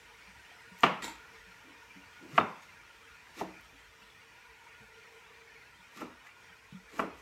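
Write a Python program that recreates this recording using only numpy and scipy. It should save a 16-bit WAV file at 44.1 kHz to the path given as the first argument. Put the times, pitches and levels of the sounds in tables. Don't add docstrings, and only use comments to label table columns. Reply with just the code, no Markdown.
import sys
import numpy as np
from scipy import signal
from scipy.fft import rfft, irfft
from scipy.io import wavfile
from scipy.ndimage import uniform_filter1d

SR = 44100
rng = np.random.default_rng(int(sys.argv[2]) if len(sys.argv) > 2 else 0)


def put_to_file(sound):
    columns = np.atleast_2d(sound).T
    safe = np.clip(columns, -1, 1)
    whole_steps = np.round(safe * 32767)
    wavfile.write(sys.argv[1], SR, whole_steps.astype(np.int16))


def invert_db(level):
    return 10 ** (np.asarray(level, dtype=float) / 20)


N = 317961

# t/s, board level/dB, counter level/dB, contact/ms, room level/dB
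KNOCKS = [
    (0.8344, -5.5, -26, 0.14, 11.5),
    (2.3788, -8.5, -33, 0.35, 12.5),
    (3.412, -25.5, -35.5, 0.99, 13),
    (6.016, -31.5, -46, 0.47, 17),
    (6.9939, -18, -31.5, 0.34, 13.5),
]
# delay/s, level/dB
BOUNCES = [
    (0, -12),
    (.0013, 4),
    (.0038, 0),
    (.0058, 4.5),
    (.011, -6),
    (.021, -18.5),
    (.032, -7.5),
]
# f/Hz, level/dB
BOARD_MODES = [(660, -1.5), (800, -7), (890, -4.5), (1030, 3.5), (1205, 7), (1340, 6.5), (1480, -7),
               (1720, -1.5), (1980, 0.5), (2310, 3.5), (2650, 0.5), (2850, 3.5), (3200, -11), (3600, -28),
               (4000, -37), (4400, -38), (5000, -55), (5700, -15)]
# f/Hz, level/dB, t60/s
COUNTER_MODES = [(100, -18, 0.53), (151, 1, 0.06), (185, 1, 0.29), (238, -9, 0.14), (238, -18, 0.13),
                 (280, 9.5, 0.16), (378, -7, 0.032), (417, 5, 0.061), (484, -19, 0.039)]
# f/Hz, level/dB
BLOW_SPECTRUM = [(90, -38), (150, -3), (400, -3.5), (700, -5.5), (1250, -1.5), (1600, -10.5), (2700, -9),
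                 (3500, -17.5), (4500, -24.5), (8000, -21), (15000, -34)]
# end t/s, length/s, hiss level/dB, body level/dB
STROKES = [(0.798, 0.065, -62, -72), (.837, 0.017, -48, -43), (2.379, 0.096, -54.5, -50.5),
           (2.632, 0.048, -64, -77), (3.4, 0.056, -50.5, -49.5), (5.973, 0.06, -60, -60),
           (6.012, 0.043, -58.5, -50.5), (6.27, .04, -66.5, -59), (7.001, .11, -54, -50),
           (7.2, 0.09, -64.5, -78)]
# f/Hz, level/dB per Hz
RUB_SPECTRUM = [(880, -42), (1500, -21), (1940, -1), (2110, -9), (2840, -11.5), (4120, -15), (6660, -16.5),
                (10400, -26.5), (12400, -22), (15600, -35)]
# t/s, hold/s, level/dB, f/Hz
SHOVES = [(1.035, 0.025, -41.5, 275), (1.646, 0.087, -60.5, 270), (2.211, 0.16, -51, 284),
          (2.351, .02, -47, 300), (3.372, 0.047, -49, 292), (3.412, 0.049, -44.5, 300),
          (5.965, .045, -49.5, 256), (6.014, 0.021, -42, 280), (6.936, 0.062, -50.5, 290),
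          (6.999, 0.036, -37.5, 310)]
# t/s, hold/s, level/dB, f/Hz
ROCKS = [
    (3.408, 0.0046, -38, 636),
    (6.016, .01, -67, 645),
    (6.991, 0.011, -39, 640),
]
# t/s, level/dB, f/Hz, t60/s
PUSHES = [(0.274, -57.5, 190, 0.3), (0.713, -50, 183.5, 0.19), (1.464, -58.5, 185, 0.4),
          (1.955, -52, 187, 0.24), (1.958, -52, 281, 0.23), (2.33, -43, 151, .15), (2.392, -42, 100, .22),
          (3.1, -56, 58, 0.14), (3.736, -61, 281, 0.13), (4.015, -64, 203, 0.19), (4.799, -57.5, 120, 0.1),
          (4.81, -57, 212, 0.12), (5.79, -62, 185, 0.19), (6.497, -62.5, 184, 0.11),
          (6.724, -41.5, 172, 0.031), (6.742, -40.5, 186.4, 0.22), (6.022, -42, 248, 0.15)]
# t/s, level/dB, f/Hz, t60/s
TICKS = [(.62, -54, 8300, 0.0046), (.786, -48, 13000, .01), (.807, -41, 7030, 0.0087),
         (.808, -45, 14000, .006), (2.4, -36, 3620, 0.036), (3.485, -60, 3150, 0.025),
         (2.623, -56, 6650, 0.083), (3.08, -59, 13000, .004), (3.612, -48, 12100, .003),
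         (3.646, -59, 8140, .05), (4.101, -51, 3440, .03), (.515, -53, 710, 0.17), (6.2, -54, 2480, 0.079),
         (6.27, -46, 2000, 0.069), (6.291, -52, 2740, 0.046)]
# hold/s, metal level/dB, board level/dB
RATTLE = (0.035, -46.5, -44)
# t/s, metal level/dB, board level/dB
RATTLE_HITS = [
    (1.024, -50, -30),
    (1.034, -49, -45),
    (1.043, -27, -28.5),
    (1.056, -42, -46),
    (1.08, -50, -30),
    (1.11, -44.5, -50),
    (1.154, -47, -60),
]
# f/Hz, level/dB, t60/s
METAL_MODES = [(3670, -8, 0.06), (4470, -2, 0.05), (5300, -2.5, 0.058), (5960, -5, 0.033), (6900, 1, 0.035),
               (7280, -1, .05), (7200, 3, 0.055), (7720, 1.5, 0.046), (8900, -15, .07), (9920, -13, 0.054),
               (10400, -19, 0.035), (11720, -5, 0.051), (12100, -16, 0.061), (13000, -21, .05),
               (13900, -16, .05), (15300, -15, .04)]
# f/Hz, level/dB per Hz
AIR_SPECTRUM = [(40, -28), (60, 0), (96, -2), (150, -8), (400, -9.5), (740, -9.5), (1000, -10), (1600, -4),
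                (2300, -3.5), (2900, -8), (3800, -13.5), (6000, -15.5), (9000, -22.5), (15600, -29.5)]
# t/s, level/dB
AIR_LEVEL = [(0.0, -56.5), (3.6, -57), (4.0, -58), (7.21, -59)]
# f/Hz, width/Hz, level/dB
DUCT_MODES = [(945, 87, -64), (1435, 18.4, -58), (1866, 19, -62.5), (2408, 160, -65), (5600, 200, -76)]
# t/s, level/dB
DRAUGHT_LEVEL = [(0, -69.5), (1.3, -71), (2.6, -76.5), (4.0, -75.5), (5.0, -67), (5.8, -74), (7.21, -71.5)]
# t/s, level/dB
RUMBLE_LEVEL = [(0.0, -79), (1.05, -70.5), (2.7, -80), (3.5, -76), (4.4, -80), (6.7, -82), (7.21, -65)]
# f/Hz, t60/s
ROOM_T60 = [(100, 0.45), (300, 0.33), (1000, 0.46), (3000, 0.46), (8000, 0.25)]
# f/Hz, width/Hz, level/dB
MIC_DIP = (10500, 170, -6)

BOARD_T60_S = .032
CRACK_DB, CRACK_DB_PER_DB = -15.5, 1.56
STROKE_FROM_DB, STROKE_FALL_DB_PER_S = -17.5, 496
SHOVE_RISE_S, SHOVE_FALL_DB_PER_S = 0.013, 273
PUSH_SWELL_S = 0.0078
RATTLE_S, RATTLE_RISE_S, RATTLE_FALL_DB_PER_S = 1.024, 0.0084, 262
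SIMMER_DB, BUBBLES_PER_S, BUBBLE_HZ = -63, 200, (800.6, 4504)
NOTE_WAVER_DB, RUMBLE_LUMPS_DB = 4.5, 4
MIC_LOW_HZ = 65


def knock(board_db, counter_db, contact_ms, room_db):
    contacts = np.zeros(SR // 20)
    for delay_s, db in BOUNCES:
        add(contacts, delay_s * rng.uniform(.97, 1.03), invert_db(db) * blow(contact_ms))
    board = signal.fftconvolve(contacts, ring(board_modes(), spread_db=1.2))
    counter = signal.fftconvolve(contacts, ring(COUNTER_MODES, spread_db=2.5))
    counter = band(counter, 110, 3000)
    t = np.arange(len(board)) / SR
    crack = band(rng.standard_normal(len(t)), 1960, 4170) * invert_db(-60 * t / 0.095)
    dry = invert_db(board_db) * board / abs(board).max()
    dry += invert_db(counter_db + 1.5) * counter / abs(counter).max()
    dry += invert_db(CRACK_DB + CRACK_DB_PER_DB * board_db) * crack
    dry = np.pad(dry, (0, SR // 4))
    pulse = np.convolve(click(BLOW_SPECTRUM), blow(contact_ms))
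    pulse = np.pad(pulse, (0, len(dry) - len(pulse)))
    return dry + invert_db(board_db + room_db) * room(pulse)


def blow(contact_ms):
    size = max(contact_ms, .05) * SR / 1000
    force = np.sin(np.pi * (np.arange(int(size) + 1) + .5) / (size + 1))
    return force / force.sum()


def board_modes():
    return [(hz * rng.uniform(.98, 1.02), db, BOARD_T60_S * np.sqrt(1000 / hz)) for hz, db in BOARD_MODES]


def strokes():
    grain = invert_db(2.6 * evened(uniform_filter1d(rng.standard_normal(N), size=60)))
    hiss = coloured(lambda hz: read(RUB_SPECTRUM, hz), patchy_db=1.5, swell_db=0) * grain
    hiss /= np.std(band(hiss, 3800, 13000))
    body = evened(signal.fftconvolve(rng.standard_normal(N) * grain, ring(board_modes()))[:N])
    out = np.zeros(N)
    for end_s, length_s, hiss_db, body_db in STROKES:
        pressure = swell(end_s, length_s, 0, 0, STROKE_FALL_DB_PER_S, STROKE_FROM_DB)
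        out += (invert_db(hiss_db) * hiss + invert_db(body_db) * body) * pressure
    return out


def shoves():
    out = np.zeros(N)
    for s, hold_s, db, hz in SHOVES + ROCKS:
        slips = (rng.random(SR) < 2000 / SR) * rng.standard_normal(SR)
        at = round(s * SR) - SR // 4
        gain = swell(s, SHOVE_RISE_S, hold_s, db, SHOVE_FALL_DB_PER_S)[at:at + SR]
        groan = evened(resonate(resonate(slips, hz, .7 * hz), hz, .7 * hz))
        add(out, at / SR, groan[:len(gain)] * gain)
    return out * invert_db(-3.5)


def pushes():
    out = np.zeros(N)
    for s, db, hz, t60_s in PUSHES:
        thud = ring([(hz, 0, t60_s), (1.264 * hz, -12, t60_s / 2)])
        thud = thud * (1 - np.exp(-np.arange(len(thud)) / (PUSH_SWELL_S * SR)))
        add(out, s, invert_db(db) * thud / abs(thud).max())
    return out


def ticks():
    out = np.zeros(N)
    for s, db, hz, t60_s in TICKS:
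        modes = [(hz, 0, t60_s), (1.17 * hz, -6, t60_s / 2), (.85 * hz, -6, t60_s / 2)]
        add(out, s, invert_db(db) * ring(modes))
    return out


def rattle():
    small = (rng.random(N) < 2500 / SR) * rng.standard_normal(N) * invert_db(1.5 * rng.exponential(1, N))
    hold_s, loud_db, under_db = RATTLE
    shake = swell(RATTLE_S, RATTLE_RISE_S, hold_s, 0, RATTLE_FALL_DB_PER_S)
    grit = evened(band(small, 1700, 8200)) * shake * invert_db(loud_db)
    metal = evened(signal.fftconvolve(small * shake, ring(METAL_MODES))[:N]) * np.std(grit)
    under = evened(signal.fftconvolve(small, ring(board_modes(), factor=1.6))[:N])
    out = invert_db(-4.0) * grit + invert_db(-6.0) * metal + under * shake * invert_db(under_db)
    for s, metal_db, board_db in RATTLE_HITS:
        add(out, s, invert_db(metal_db - 5) * ring(METAL_MODES, spread_db=4.))
        add(out, s, invert_db(board_db) * ring(board_modes(), factor=1.4, spread_db=14.0))
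    return out


def simmer(count=30):
    out, t = np.zeros(N), np.arange(SR // 16) / SR
    size = (rng.random(N) < BUBBLES_PER_S / SR) * invert_db(2.1 * np.minimum(rng.exponential(1, N), 3))
    kind = rng.integers(0, count, N)
    for k, hz in enumerate(np.geomspace(*BUBBLE_HZ, count)):
        tone = np.sin(2 * np.pi * hz * t * (1 + 0.19 * t))
        pop = tone * (t / .007) * np.exp(-t / 0.0072)
        out += signal.oaconvolve(size * (kind == k), pop * invert_db(read(AIR_SPECTRUM, hz)))[:N]
    return invert_db(SIMMER_DB) * evened(out)


def duct_db(hz):
    power = sum(invert_db(2 * db) / w / (1 + (2 * (hz - f) / w) ** 2) ** 2 for f, w, db in DUCT_MODES)
    return 10 * np.log10(power)


def air():
    hiss = coloured(lambda hz: read(AIR_SPECTRUM, hz), patchy_db=1.5, swell_db=.4)
    hiss *= invert_db(-59.5) / np.std(band(hiss, 790, 6200))
    whistle = coloured(duct_db, patchy_db=3.5, swell_db=.8)
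    note = evened(resonate(resonate(rng.standard_normal(N), 453, 42), 453, 44))
    note = note * curve(DRAUGHT_LEVEL) * waver(NOTE_WAVER_DB, .2)
    rumble = evened(resonate(resonate(rng.standard_normal(N), 50, 21), 50, 21))
    rumble = rumble * waver(RUMBLE_LUMPS_DB, 0.18) * curve(RUMBLE_LEVEL) * invert_db(9.5)
    return (hiss + invert_db(-62.0) * whistle) * curve(AIR_LEVEL) / invert_db(-56.5) + note + rumble


def room(x, gap_s=.004):
    taps = np.zeros(SR // 2)
    at = np.arange(round(gap_s * SR), len(taps) - 20, 20)
    at = at + rng.integers(0, 20, len(at))
    taps[at] = rng.choice([-1., 1.], len(at))
    hz, t, z = signal.stft(taps, SR, nperseg=256)
    decay = invert_db(-60 * t / read(ROOM_T60, hz)[:, None])
    tail = signal.istft(z * decay, SR, nperseg=256)[1]
    return signal.fftconvolve(x, tail / np.linalg.norm(tail))[:len(x)]


def ring(modes, factor=1, spread_db=0.):
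    t = np.arange(SR // 3) / SR
    hz, db, t60_s = np.transpose(modes)[:, :, None]
    chance = rng.standard_normal((len(modes), 2))
    sign = np.where(chance[:, 1:] > -.5, 1, -1)
    gain = sign * invert_db(db + spread_db * chance[:, :1] - 60 * t / t60_s)
    x = (gain * np.sin(2 * np.pi * hz * factor * t)).sum(0)
    return x / abs(x).max()


def click(points, size=2048):
    log_gain = read(points, abs(np.fft.fftfreq(size, 1 / SR))) * np.log(10) / 20
    pulse = np.fft.ifft(np.exp(np.conj(signal.hilbert(log_gain)))).real
    return pulse / np.linalg.norm(pulse)


def coloured(db_of_hz, patchy_db, swell_db):
    frames, hz = N // 256 + 5, np.fft.rfftfreq(1024, 1 / SR)
    a, b, patches = rng.standard_normal((frames, 513, 3)).T
    patches = uniform_filter1d(patches, size=10, axis=0)
    patches = evened(uniform_filter1d(patches, size=14, axis=1))
    flutter = evened(uniform_filter1d(rng.standard_normal(frames), size=20))
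    level_db = db_of_hz(hz)[:, None] + patchy_db * patches + swell_db * flutter
    z = (a + 1j * b) * invert_db(level_db)
    return evened(signal.istft(z, nperseg=1024, noverlap=768)[1][:N])


def resonate(x, hz, width_hz):
    turn = np.exp(2j * np.pi * np.cumsum(hz * np.ones(len(x))) / SR)
    r = np.exp(-np.pi * width_hz / SR)
    return 2 * (turn * signal.lfilter([1 - r], [1, -r], x / turn)).real


def band(x, low_hz, high_hz):
    return signal.sosfilt(signal.butter(2, [low_hz, high_hz], "bandpass", fs=SR, output="sos"), x)


def swell(s, rise_s, hold_s, db, fall_db_per_s, from_db=-30):
    t = np.arange(N) / SR - s
    climb_db = np.interp(t, [-rise_s - .02, -rise_s, 0], [-80, from_db, 0])
    return invert_db(db + climb_db - fall_db_per_s * np.maximum(t - hold_s, 0))


def waver(depth_db, period_s):
    steps = rng.standard_normal(64)
    return invert_db(depth_db * np.interp(np.arange(N) / SR, np.arange(64) * period_s, steps))


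def curve(rows):
    return invert_db(np.interp(np.arange(N) / SR, *np.transpose(rows)))


def read(points, hz):
    f, value = np.transpose(points)
    return np.interp(np.log(hz + 1), np.log(f + 1), value)


def evened(x):
    return x / np.sqrt(np.mean(x ** 2) + 1e-20)


def add(mix, s, sound):
    part = mix[round(s * SR):][:len(sound)]
    part += sound[:len(part)]


def scene():
    mix = np.zeros(N)
    for s, *how in KNOCKS:
        add(mix, s - .0013, knock(*how))
    thuds = pushes()
    mix += thuds + invert_db(-14) * room(thuds)
    small = strokes() + shoves() + ticks() + rattle()
    mix += small + invert_db(-6.0) * room(small)
    return (mix + simmer() + air())[None]


def roll_off(x):
    return signal.sosfilt(signal.butter(12, 15770, fs=SR, output="sos"), x)


def record(dry):
    hz = np.fft.rfftfreq(N, 1 / SR)
    dip_hz, width_hz, db = MIC_DIP
    x = irfft(rfft(dry) * invert_db(db / (1 + ((hz - dip_hz) / width_hz) ** 2)), N)
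    x = signal.sosfilt(signal.butter(3, MIC_LOW_HZ, "highpass", fs=SR, output="sos"), x)
    return roll_off(x)


dry = scene()
out = record(dry)
put_to_file(out)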